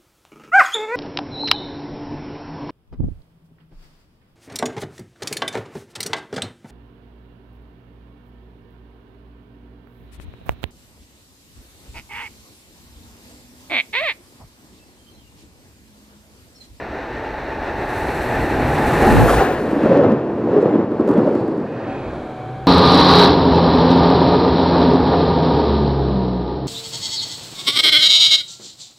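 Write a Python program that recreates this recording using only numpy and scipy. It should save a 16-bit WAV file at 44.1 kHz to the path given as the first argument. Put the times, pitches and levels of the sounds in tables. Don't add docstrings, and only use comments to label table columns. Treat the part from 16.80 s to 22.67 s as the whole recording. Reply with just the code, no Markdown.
import sys
import numpy as np
from scipy import signal
from scipy.fft import rfft, irfft, next_fast_len
from scipy.io import wavfile
from scipy.ndimage import uniform_filter1d, minimum_filter1d, map_coordinates

SR = 44100
rng = np.random.default_rng(int(sys.argv[2]) if len(sys.argv) > 2 else 0)


def store_pcm(level_fs):
    pcm = np.round(np.clip(level_fs, -1, 1) * 32767).astype(np.int16)
    wavfile.write(sys.argv[1], SR, np.atleast_2d(pcm).T)


N = 258867
TIME = np.arange(N) / SR
SPEED_M_S, FRONT_S, TAIL_S = 24, 2.578, 5.005


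def undb(db):
    return 10 ** (np.asarray(db) / 20)


def unit(x):
    return x / np.sqrt(np.mean(x ** 2))


def curve(rows):
    s, *columns = np.transpose(rows)
    return [np.interp(TIME, s, column) for column in columns]


def during(rows, fade_s=0.064):
    first_s, last_s = rows[0][0], rows[-1][0]
    return np.interp(TIME, [first_s - fade_s, first_s, last_s, last_s + fade_s], [0, 1, 1, 0])


def shape(x, points):
    hz, db = np.transpose(points)
    size = next_fast_len(N)
    bins = np.maximum(np.fft.rfftfreq(size, 1 / SR), 1)
    gain = undb(np.interp(np.log(bins), np.log(hz), db))
    return irfft(rfft(x, size) * gain, size)[..., :N]


def walk(rate):
    k = max(int(SR / rate), 1)
    held = rng.standard_normal(N)[np.arange(N) // k]
    return unit(uniform_filter1d(uniform_filter1d(held, k), k))


def delay(x, samples):
    return map_coordinates(x, [np.arange(N) - samples], order=5, mode="mirror")


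def resonance(hz, width_hz):
    drive = walk(width_hz) + 1j * walk(width_hz)
    return np.real(drive * np.exp(2j * np.pi * np.cumsum(hz * np.ones(N)) / SR))


def spread(at_s, reach_m):
    return reach_m / np.hypot(reach_m, SPEED_M_S * (TIME - at_s))


def fade(seconds, db_per_s):
    return undb(-db_per_s * np.maximum(seconds, 0))


def bell(at_s, half_s):
    return np.exp(-.5 * ((TIME - at_s) / half_s) ** 2)


def together(gains):
    return np.sqrt(sum(gain ** 2 for gain in gains))


# [f/Hz, side minus mid level/dB before scatter_db]
SCATTER = [(40, -51), (150, -30.5), (400, -22), (700, -24.5), (1300, -17), (3000, -15), (6000, -9.5),
           (10000, -7.5), (15000, -10)]


def noise(colour, scatter_db=0):
    mid, side = shape(rng.standard_normal((2, N)), colour)
    side = shape(unit(side), SCATTER) * undb(scatter_db)
    return unit(mid) + np.array([side, -side])


def roar_level(front_db=-24.5, front_reach_m=12, hide_db_per_s=50,
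               surge_s=1.31, surge_half_s=0.083, surge_db=2, bogie_reach_m=6.76,
               tail_db=-43.0, tail_reach_m=4.2, emerge_db_per_s=45,
               shade_s=2.525, shade_half_s=0.081, shade_db=-4.0):
    swell_db = surge_db * bell(surge_s, surge_half_s) + shade_db * bell(shade_s, shade_half_s)
    hidden = fade(TIME - FRONT_S, hide_db_per_s)
    front = undb(front_db + swell_db) * spread(FRONT_S, front_reach_m) * hidden
    leaks = [undb(roar_db) * spread(s - lead_s, bogie_reach_m) ** 3
             for s, _, _, _, roar_db, _, _, lead_s in BOGIES]
    tail = undb(tail_db) * spread(TAIL_S, tail_reach_m) * fade(TAIL_S - TIME, emerge_db_per_s)
    return together([front, tail, *leaks])


MIRROR_FAR, MIRROR_NEAR, MIRROR_DELAY_S = 0.3, 0.034, 0.00053
# [f/Hz, relative level/dB per Hz]
ROAR_COLOUR = [(50, -31), (120, -12), (170, -11.5), (240, -3), (330, -0.5), (520, -2), (760, 0.5),
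               (1100, -5), (1400, -6.5), (1800, -6), (2150, -16), (2700, -16), (3200, -24), (4200, -27),
               (6000, -37), (15000, -61.5)]


def rail_roar(gain_db=9, flutter_db=0.83, ground_turn_rad=0.71, closing_s=0.97):
    share = np.interp(TIME, [FRONT_S - closing_s, FRONT_S], [MIRROR_FAR, MIRROR_NEAR])
    roar = noise(ROAR_COLOUR) * roar_level() * undb(gain_db + flutter_db * walk(29.63))
    direct = roar + snow_hiss()
    analytic = signal.hilbert(direct, next_fast_len(N))[:, :N]
    mirrored = np.real(analytic * np.exp(1j * ground_turn_rad))
    bounce = np.array([delay(port, MIRROR_DELAY_S * SR) for port in mirrored])
    return (direct + share * bounce) / np.sqrt(1 + share ** 2)


RING_HZ, RING_SAG_HZ_PER_S, RING_PASS_S, RING_DISTANCE_M = 756, 19, 2.62, 2.195
# [multiple of its ringing pitch, relative level/dB]
WHEEL_MODES = [(.95, -5.5), (1, 0), (1.035, -1.5), (1.07, -3.5), (2.13, -10.5)]


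def wheel_ring(width_hz=28, gain_db=-23.5, reach_m=12, hide_db_per_s=90, start_s=0.39, rise_db_per_s=40):
    since_s = TIME - RING_PASS_S
    along_m = SPEED_M_S * since_s
    doppler = 1 / (1 + SPEED_M_S / 343 * along_m / np.hypot(along_m, RING_DISTANCE_M))
    hz = (RING_HZ - RING_SAG_HZ_PER_S * since_s) * doppler
    ring = sum(undb(mode_db) * resonance(hz * ratio, width_hz) for ratio, mode_db in WHEEL_MODES)
    rise, hidden = fade(start_s - TIME, rise_db_per_s), fade(since_s, hide_db_per_s)
    return unit(ring) * undb(gain_db) * spread(FRONT_S, reach_m) * rise * hidden


# [f/Hz, relative level/dB per Hz]
FAR_SNOW_COLOUR = [(7000, -34.5), (10000, -18), (11000, -11), (12700, -2), (13800, -7), (15700, -5.5)]


def far_snow(level_db=-59, rise_db_per_s=5, shared_db=-14):
    mid, side = unit(shape(rng.standard_normal((2, N)), FAR_SNOW_COLOUR))
    ports = mid * undb(shared_db) + np.array([side, -side])
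    return ports * undb(level_db + rise_db_per_s * TIME) * fade(TIME - FRONT_S, 60)


# [t/s, level/dB, half duration/s]
PUFFS = [(0.1, -45, .15), (0.6, -38.5, 0.3), (1.02, -33, 0.11), (1.288, -30.5, 0.1), (1.615, -27, 0.047),
         (1.834, -23.5, 0.067), (2.3, -21, 0.072), (2.563, -23.5, 0.03), (2.852, -36.5, 0.22),
         (5.324, -37.5, 0.12), (5.85, -43, 0.14)]


def air_level(bow_db=-23, bow_reach_m=18, falloff=1.65, stop_db_per_s=200, drag_db=-55):
    bow = undb(bow_db) * spread(FRONT_S, bow_reach_m) ** falloff * fade(TIME - FRONT_S, stop_db_per_s)
    puffs = [undb(db) * bell(s, half_s) for s, db, half_s in PUFFS]
    return together([bow, undb(drag_db), *puffs])


# [f/Hz, relative level/dB per Hz]
AIR_COLOUR = [(10, -17), (25, 1.5), (38, -3.5), (55, 8.5), (72, 4.5), (90, -2), (120, 1.5), (170, -7.5),
              (400, -52.5), (3000, -84.5)]


def air_rumble():
    return noise(AIR_COLOUR) * air_level()


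# [t/s, level/dB before gain_db]
SNOW = [(0.98, -62.5), (1.14, -50.5), (1.35, -49.5), (1.87, -48.5), (2.31, -38.5), (2.51, -42.5),
        (2.57, -43.5), (2.79, -55), (3.14, -62.5), (3.3, -92.5)]
# [f/Hz, relative level/dB per Hz]
SNOW_COLOUR = [(1000, -19), (2500, 19), (3200, 2), (4200, 9), (5000, 2), (8000, 5), (11000, 2),
               (13800, 0.5), (15700, -9)]


def snow_hiss(gain_db=4.5, flutter_db=1.34):
    db, = curve(SNOW)
    return noise(SNOW_COLOUR, scatter_db=0.5) * undb(db + gain_db + flutter_db * walk(60)) * during(SNOW)


# [t/s, level/dB, half duration/s, f/Hz]
BOOMS = [(1.493, -27.5, 0.032, 118), (1.7, -30.5, 0.061, 135), (1.94, -24.5, 0.053, 130),
         (2.17, -22.5, 0.072, 150), (3.102, -21, 0.046, 164), (5.048, -36.5, 0.11, 114.9),
         (5.254, -35, 0.053, 111.4)]


def air_booms(width_hz=55):
    return sum(resonance(hz, width_hz) * undb(db) * bell(s, half_s) for s, db, half_s, hz in BOOMS)


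def rumble_level(side_db=-22.5, start_s=1.73, end_s=4.725, rise_db_per_s=19, fall_db_per_s=55,
                 nose_s=2.29, nose_db=-14, nose_reach_m=2.6,
                 bogie_reach_m=5, lag_s=0.03, tail_db=-28.5, tail_reach_m=9):
    side = undb(side_db) * fade(start_s - TIME, rise_db_per_s) * fade(TIME - end_s, fall_db_per_s)
    nose = undb(nose_db) * spread(nose_s, nose_reach_m) ** 2
    tail = undb(tail_db) * spread(TAIL_S, tail_reach_m)
    swells = [undb(boom_db) * spread(s + lag_s, bogie_reach_m) ** 2
              for s, _, _, _, _, boom_db, _, _ in BOGIES]
    return together([side, nose, tail, *swells])


# [f/Hz, relative level/dB per Hz]
RUMBLE_COLOUR = [(20, -58.5), (45, -37.5), (80, -12), (130, -2), (175, -2), (220, 1.5), (340, 3),
                 (480, -1.5), (600, -5.5), (750, -11.5), (1000, -14), (1500, -26), (3000, -45),
                 (8000, -60.5), (15000, -81)]


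def body_rumble(gain_db=-1.0, throb_db=1.14):
    level = rumble_level() * undb(gain_db + throb_db * walk(21.76))
    return noise(RUMBLE_COLOUR, scatter_db=-28.0) * level


# [t/s, level/dB, half duration/s, f/Hz]
SQUEALS = [(2.06, -28.5, 0.04, 841), (2.265, -18, 0.019, 786), (2.286, -20, 0.036, 840),
           (2.416, -16, 0.0095, 856), (2.566, -20, 0.011, 760), (2.615, -17.5, 0.0085, 772),
           (3.136, -15, 0.026, 535), (3.191, -11.5, 0.017, 570), (3.22, -14.5, .012, 491),
           (3.783, -14, 0.018, 415), (3.85, -22.5, 0.027, 505), (3.907, -27, 0.0069, 826),
           (4.419, -20.5, .025, 364.7), (4.55, -24, 0.025, 357), (3.946, -57, 0.009, 3340),
           (4.19, -63, .02, 4300), (4.37, -58, .012, 3330), (4.92, -57, .06, 2530),
           (5.364, -36, 0.075, 312), (5.62, -59, .03, 2280)]


def wheel_squeals(waver=0.0029, rough_db=3.5):
    wavering_s = np.cumsum(1 + waver * walk(90)) / SR
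    notes = sum(undb(db) * bell(s, half_s) * np.sin(2 * np.pi * hz * wavering_s)
                for s, db, half_s, hz in SQUEALS)
    return np.sqrt(2) * notes * undb(rough_db * walk(120))


# [f/Hz, relative level/dB per Hz]
GUST_COLOUR = [(20, -20), (60, -5.5), (130, 8.5), (220, 2.5), (420, -10.5), (1000, -41.5), (4000, -42),
               (15000, -86.5)]


def nose_gust(at_s=2.406, reach_m=2.55, gust_db=-14.0, buffet_db=4.0):
    eddies = unit(shape(rng.standard_normal((2, N)), GUST_COLOUR))
    closeness = spread(at_s, reach_m) ** 4
    return eddies * undb(gust_db + buffet_db * walk(25.66)) * closeness


# [t/s, level/dB, half duration/s]
WHEEL_RUSHES = [(2.501, -15.5, 0.011), (2.54, -18, 0.012), (2.608, -21, 0.014)]
# [f/Hz, relative level/dB per Hz]
RUSH_COLOUR = [(150, -20), (480, 7), (800, 6), (1300, 6), (1900, -4), (2600, -20), (3400, -11), (5000, -24),
               (9000, -28), (15000, -45)]


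def wheel_rushes():
    return noise(RUSH_COLOUR) * together([undb(db) * bell(s, half_s) for s, db, half_s in WHEEL_RUSHES])


# [t/s, level/dB, reach/m]
SPRAYS = [(2.535, -31, 2.7), (2.73, -42.5, .7), (2.814, -50, .8)]
# [f/Hz, relative level/dB per Hz]
SPRAY_COLOUR = [(1500, -23.5), (3500, 0), (6000, -0.5), (9000, 0.5), (12500, 6.5), (15000, -2.5),
                (15700, -4.5)]


def plough_spray(scatter_db=-18.0, falloff=2.8):
    level = together([undb(db) * spread(s, reach_m) ** falloff for s, db, reach_m in SPRAYS])
    return noise(SPRAY_COLOUR, scatter_db) * level


WHEEL_TURNS_HZ, WHEEL_TURN_S = 11.27, 3.77
# [t/s, level/dB, half duration/s, resonance f/Hz,
# rail roar level/dB and carriage boom level/dB before their layers' gains,
# lead of the left port/samples, lead of the rail roar/s]
BOGIES = [(2.537, -20, 0.15, 431, -39.5, -26.5, 1.98, .066),
          (3.163, -19, 0.13, 480, -35.5, -14, 2.1, 0.075),
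          (3.827, -19, 0.11, 415, -43.5, -17.5, 2, -0.0015),
          (4.409, -20.5, 0.17, 402, -44.5, -18.5, 0.86, 0.013),
          (4.998, -35, 0.12, 465, -48, -43.5, -1.8, 0.057)]
# [multiple of its resonance, relative level/dB per Hz]
BOGIE_COLOUR = [(.1, -60), (.25, -31), (.67, -7), (.87, 0.5), (1.13, 4.5), (1.4, -4), (2, -14.5), (10, -49),
                (30, -75)]


def bogie_passes(throb=0.3, shake_db=1.94):
    out = 0
    for s, db, half_s, hz, *_ in BOGIES:
        colour = [(hz * ratio, point_db) for ratio, point_db in BOGIE_COLOUR]
        swell = undb(db) / (1 + ((TIME - s) / half_s) ** 4) ** .5
        out = out + noise(colour, scatter_db=-14.5) * swell
    turns = WHEEL_TURNS_HZ * (TIME - WHEEL_TURN_S)
    return out * (1 + throb * np.cos(2 * np.pi * turns)) * undb(shake_db * walk(90))


# [t/s, peak level/dB, centre f/Hz of the modes that the blow favours, ring time as a share of the modes' t60]
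KNOCKS = [(2.928, -9, 300, 1), (2.961, -10, 290, 1.4), (3.034, -6, 259, 1), (3.057, -1.5, 406, 1),
          (3.094, -7, 331, .4), (3.129, -12, 503, 0.92), (3.150, -7, 528, 0.79), (3.174, -3, 363, 0.84),
          (3.212, -3.5, 492, 1.5), (3.25, -10, 342, .5), (3.296, -8.5, 484, .8), (3.32, -7.5, 223, 0.77),
          (3.738, -12.5, 420, 1), (3.762, -2.5, 365, 1.3), (3.781, -2, 423, 0.74), (3.825, -4, 463, 0.65),
          (3.855, -8, 328, 0.76), (3.936, -5, 300, 0.81), (3.954, -7, 290, 0.99), (4.117, -12, 293, .8),
          (4.196, -3.5, 334, 1), (4.209, -5.5, 343, .9), (4.277, -5.5, 503, 0.68), (4.290, -6, 280, 0.95),
          (4.301, -4, 320, .6), (4.314, -9, 400, 0.52), (4.339, -12, 420, .5), (4.363, -10, 490, 0.78),
          (4.379, -6.5, 240, 0.71), (4.392, -5.5, 360, .9), (4.471, -3.5, 570, 0.54),
          (4.489, -6.5, 358, 0.45), (4.53, -9, 350, 1), (4.553, -7.5, 317, 0.83), (4.68, -12, 310, 1.3),
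          (4.777, -13.5, 298, 1.6), (5.228, -18, 328, 0.82), (5.328, -24, 320, 1.2)]
# [f/Hz before detuning, relative level/dB, t60/s]
BOGIE_MODES = [(223.7, 0.5, 0.12), (288, 1.5, 0.06), (347, 2.5, 0.036), (427, 0, 0.046), (489, 1.5, 0.042),
               (572, 1, 0.063), (790, 1, 0.033), (1100, -3.5, 0.02), (1550, -3.5, 0.018)]


def wheel_knocks(contact_s=0.00451, detune=0.021, favour_octaves=0.23):
    out, t = np.zeros(N + SR), np.arange(SR // 10) / SR
    hz, mode_db, t60 = np.transpose(BOGIE_MODES)[:, :, None]
    chances = rng.standard_normal((len(KNOCKS), len(hz), 1))
    for (s, db, centre_hz, ring), chance in zip(KNOCKS, chances):
        favour = 1 / (1 + (np.log2(hz / centre_hz) / favour_octaves) ** 2)
        decay = np.exp(-np.log(1000) * t / (ring * t60))
        tones = np.sin(2 * np.pi * hz * (1 + detune * chance) * (t - contact_s))
        modes = favour * undb(mode_db) * decay * tones
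        blow = modes.sum(0) * (1 - np.exp(-(t / contact_s) ** 2))
        start = int(s * SR)
        out[start:start + len(t)] += blow / np.abs(blow).max() * undb(db)
    return out[:N]


def knock_clatter(level_db=-23, centre_hz=1050, width_hz=900, decay_s=0.011):
    bursts = sum(undb(db) * (TIME > s) * np.exp(-np.abs(TIME - s) / decay_s) for s, db, *_ in KNOCKS)
    return resonance(centre_hz, width_hz) * bursts * undb(level_db)


# [t/s, level/dB, half duration/s]
SIZZLES = [(3.825, -63, .018), (3.915, -67, .025), (4.307, -63, .026), (4.56, -70, .025)]


def wire_sizzle(centre_hz=7400, width_hz=3200, crackle_db=3):
    level = together([undb(db) * bell(s, half_s) for s, db, half_s in SIZZLES])
    return resonance(centre_hz, width_hz) * level * undb(crackle_db * walk(400))


# [f/Hz, relative level/dB per Hz]
PANTOGRAPH_COLOUR = [(2500, -9), (4500, 7.5), (6000, -10), (8000, -10), (10500, -16.5), (15000, -28)]


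def pantograph(at_s=4.53, reach_m=6, level_db=-59, chatter_db=2.5):
    return noise(PANTOGRAPH_COLOUR) * spread(at_s, reach_m) ** 2 * undb(level_db + chatter_db * walk(70))


# [t/s, level/dB]
FANS = [(4.85, -63), (5.1, -34), (5.35, -34), (5.6, -36), (5.87, -37)]
# [f/Hz, relative level/dB per Hz]
FAN_COLOUR = [(200, 3), (560, 20.5), (1000, 9.5), (1600, 7), (1950, -8), (2250, 3.5), (2550, -5),
              (2800, -12), (3150, -3.5), (3600, -7.5), (4000, -7.5), (5200, -20), (7500, -22.5),
              (11000, -31), (15000, -43)]


def cooling_fans():
    db, = curve(FANS)
    return noise(FAN_COLOUR) * undb(db) * during(FANS)


# [t/s, level/dB, half duration/s, f/Hz, width/Hz]
REAR_RINGS = [(5.17, -48, 0.096, 2480, 260), (5.12, -36.5, 0.061, 775, 63)]


def rear_wheel_ring():
    return sum(resonance(hz, width_hz) * bell(s, half_s) * undb(db)
               for s, db, half_s, hz, width_hz in REAR_RINGS)


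# [t/s, f/Hz before a slight waver, level/dB]
WHINE = [(5.3, 729.5, -54), (5.42, 745, -42), (5.6, 743, -35.5), (5.75, 759, -35), (5.87, 770, -37)]


def motor_whine(hum_hz=127, hum_width_hz=55, hum_db=-1):
    hz, db = curve(WHINE)
    wavering_hz = hz * (1 + .002 * walk(40))
    tone = np.sin(2 * np.pi * np.cumsum(wavering_hz) / SR)
    hum = resonance(hum_hz, hum_width_hz) * undb(hum_db)
    return (unit(tone) + hum) * undb(db) * during(WHINE)


def bearing(rest_samples=0.13, lag_s=0.14, swing_s=0.17):
    return rest_samples + sum(lead * bell(s + lag_s, swing_s) for s, *_, lead, _ in BOGIES)


def scene(shade_db=0.57):
    lead = bearing()
    roar = rail_roar() * undb(shade_db * np.array([lead, -lead]))
    wheels = roar + wheel_ring() + wheel_squeals() + wheel_rushes() + rear_wheel_ring()
    bogies = bogie_passes() + wheel_knocks() + knock_clatter()
    air = air_rumble() + air_booms() + plough_spray()
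    train = body_rumble() + wire_sizzle() + pantograph() + cooling_fans() + motor_whine()
    left, right = wheels + bogies + air + train
    ports = np.array([delay(left, -lead / 2), delay(right, lead / 2)])
    return ports + far_snow() + nose_gust()


TOP_HZ = 15730
# [f/Hz, relative level/dB per Hz]
MIC_HISS_COLOUR = [(2000, -15.5), (9000, -11.5), (11000, -13), (12600, -7.5), (14000, -10), (15700, -28)]


def record(dry, hiss_db=-82, side_hiss_db=-75):
    mid, side = unit(shape(rng.standard_normal((2, N)), MIC_HISS_COLOUR))
    wet = dry + mid * undb(hiss_db) + np.array([side, -side]) * undb(side_hiss_db)
    headroom = 1 / np.maximum(np.abs(wet).max(0), 1)
    gain = uniform_filter1d(minimum_filter1d(headroom, size=301), size=301)
    top_cut = signal.ellip(12, .1, 90, TOP_HZ, fs=SR, output="sos")
    return signal.sosfilt(top_cut, wet * gain)


dry = scene()
out = record(dry)
store_pcm(out)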